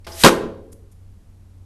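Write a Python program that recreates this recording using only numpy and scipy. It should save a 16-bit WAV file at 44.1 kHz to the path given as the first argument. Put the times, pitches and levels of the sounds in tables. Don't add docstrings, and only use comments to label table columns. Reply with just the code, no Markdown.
import sys
import numpy as np
from scipy import signal
from scipy.fft import rfft, irfft
from scipy.io import wavfile

SR = 44100
rng = np.random.default_rng(int(sys.argv[2]) if len(sys.argv) > 2 else 0)


def to_wav(sig):
    pcm = np.clip(np.atleast_2d(sig), -1, 1) * 32767
    pcm = np.round(pcm).astype(np.int16)
    wavfile.write(sys.argv[1], SR, pcm.T)


N = 72765
STRING_S, HIT_S, STOP_S = .067, .2362, .2435


def amp(db):
    return 10 ** (np.asarray(db) / 20)


def read(points, hz):
    f, value = np.transpose(points)
    return np.interp(np.log(hz + 1), np.log(f + 1), value)


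def clock():
    return np.arange(N) / SR


def noise(colour):
    hz = np.fft.rfftfreq(N, 1 / SR)
    phases = np.exp(2j * np.pi * rng.random(len(hz)))
    return irfft(phases * amp(read(colour, hz)), N) * np.sqrt(N * SR / 2)


def wander(rate_hz):
    hz = np.fft.rfftfreq(N, 1 / SR)
    drift = irfft(rfft(rng.standard_normal(N)) * np.exp(-(hz / rate_hz) ** 2), N)
    return drift / drift.std()


def fade(age, t60):
    return np.exp(-np.log(1000) * np.maximum(age, 0) / t60)


def burst(colour, start, attack, hold, t60):
    age = clock() - start
    return noise(colour) * np.clip(age / attack, 0, 1) * fade(age - attack - hold, t60)


def ring(modes, start):
    age = np.maximum(clock() - start, 0)
    return sum(amp(db) * fade(age, t60) * np.sin(2 * np.pi * hz * age) for hz, db, t60 in modes)


def chatter(slips_per_s=350, decay_s=.0012, depth=.6):
    slips = (rng.random(N) < slips_per_s / SR) * 1.
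    spikes = signal.lfilter([1], [1, -np.exp(-1 / (decay_s * SR))], slips)
    return np.sqrt(1 - depth + depth * spikes / spikes.mean())


def low_pass(x, edge_hz):
    return signal.oaconvolve(x, signal.firwin(401, edge_hz, window=("kaiser", 8), fs=SR), "same")


def ventilation(hum_hz=93.5, hum_db=-49):
    # (frequency [Hz], density [dB per Hz])
    air = [(20, -66), (55, -67.5), (88, -68), (110, -81), (200, -80), (420, -93), (850, -99), (1700, -106),
           (3500, -110), (12000, -112)]
    waver = 1 + .35 * (wander(rate_hz=6) + 1j * wander(rate_hz=6))
    hum = waver * np.exp(2j * np.pi * hum_hz * clock())
    return noise(air) + amp(hum_db) * np.sqrt(2) * hum.real


def hall(x, build_s=.015, swell_s=.17, spread_s=.025, swell_hz=450, swell_db=8):
    # (frequency [Hz], t60 [s])
    decay = [(100, .75), (250, .82), (450, .85), (900, .58), (1800, .48), (3600, .48), (6500, .38),
             (11000, .3)]
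    # (frequency [Hz], gain [dB])
    colour = [(80, -12.5), (200, -12), (330, -9), (520, -9.5), (750, -12.5), (1200, -15), (2000, -13.5),
              (3800, -18.5), (6500, -17.5), (12000, -12.5)]
    hz, t, bands = signal.stft(rng.standard_normal(N), SR, nperseg=512)
    t60 = read(decay, hz)[:, None]
    envelope = fade(t, t60) * np.sqrt(2 * np.log(1000) / (t60 * SR))
    swell = np.exp(-((t - swell_s) / spread_s) ** 2 - np.log((hz[:, None] + 1) / swell_hz) ** 2)
    gain = amp(read(colour, hz)[:, None] + swell_db * swell)
    tail = signal.istft(bands * envelope * gain, SR, nperseg=512)[1][:N]
    return signal.fftconvolve(x, tail * np.minimum(clock() / build_s, 1))[:N]


def rustles():
    # (start [s], attack [s], hold [s], t60 [s], gain [dB])
    scuffs = [(.716, .011, .005, .03, 2), (.913, .009, .003, .04, -8)]
    # (frequency [Hz], density before gain [dB per Hz])
    colour = [(500, -102), (1700, -97.5), (3500, -100), (6500, -91), (10500, -86.5), (12500, -92)]
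    return chatter() * sum(amp(db) * burst(colour, *timing) for *timing, db in scuffs)


def bow():
    # (frequency [Hz], density [dB per Hz])
    tick_colour = [(200, -98), (1200, -94), (2200, -85), (3200, -91.5), (4800, -84.5), (6500, -95.5),
                   (12000, -101)]
    snap_colour = [(60, -68), (200, -71.5), (380, -65), (850, -66), (1500, -71), (3000, -74.5),
                   (4700, -74.5), (7000, -85), (12000, -88.5)]
    buzz_colour = [(3000, -105), (4300, -83), (5000, -68), (5900, -78), (7000, -91.5), (12000, -110)]
    # (frequency [Hz], level [dB], t60 [s])
    limbs = [(78, -37, .5), (368, -38.5, .7), (440, -43, .4), (665, -43, .45), (836, -42.5, .3),
             (1211, -45.5, .3), (1560, -48, .3)]
    tick = burst(tick_colour, start=.045, attack=.001, hold=.003, t60=.07)
    snap = burst(snap_colour, STRING_S, attack=.001, hold=.003, t60=.13)
    buzz = burst(buzz_colour, start=.116, attack=.004, hold=.01, t60=.08)
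    return tick + snap + ring(limbs, STRING_S) + buzz


def flight(pass_s=.222, speed_m_per_s=75, miss_m=1.9, beam_db=10.5):
    # (frequency [Hz], density before distance and beam [dB per Hz])
    colour = [(150, -70), (900, -71), (2000, -63), (4000, -61.5), (7000, -62), (10500, -62), (12500, -61)]
    t = clock()
    nearness = miss_m / np.hypot(miss_m, speed_m_per_s * (t - pass_s))
    beam = amp(beam_db * (nearness - 1.5))
    return noise(colour) * nearness * beam * (t > STRING_S) * (t < STOP_S)


def impact():
    # (frequency [Hz], density [dB per Hz])
    crack_colour = [(100, -57), (400, -46.5), (900, -38), (2000, -43), (4000, -37.5), (5500, -46),
                    (9000, -49.5), (12500, -51.5)]
    crunch_colour = [(40, -63), (90, -43), (200, -31.5), (500, -28.5), (680, -38.5), (1000, -31),
                     (1600, -39.5), (2200, -44), (4500, -46), (8000, -52), (12500, -57)]
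    # (frequency [Hz], level [dB], t60 [s])
    board = [(173, -12, .35), (241, -6, .14), (298, -8.5, .15), (346, -3.5, .15), (398, -21.5, .6),
             (447, -19, .75), (540, -4, .18), (807, -24, .45), (899, -17, .3), (980, -17, .15),
             (1061, -27.5, .38), (1175, -23.5, .33), (1509, -17.5, .16), (1604, -9.5, .14)]
    crack = burst(crack_colour, HIT_S, attack=.0003, hold=.0015, t60=.02)
    crunch = burst(crunch_colour, STOP_S, attack=.001, hold=.022, t60=.12) * chatter()
    return crack + crunch + ring(board, STOP_S)


def scene():
    shot, hiss, hit, scuffs = bow(), flight(), impact(), rustles()
    reflections = hall(hit + amp(13.5) * shot + amp(4) * hiss + amp(5) * scuffs)
    return (shot + hiss + hit + scuffs + reflections + ventilation())[None]


def record(dry):
    overloaded = np.clip(dry[0], -1.05, 1.05)
    heard = low_pass(overloaded, edge_hz=12800)
    return low_pass(np.clip(heard, -1, 1), edge_hz=15600)[None]


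dry = scene()
out = record(dry)
to_wav(out)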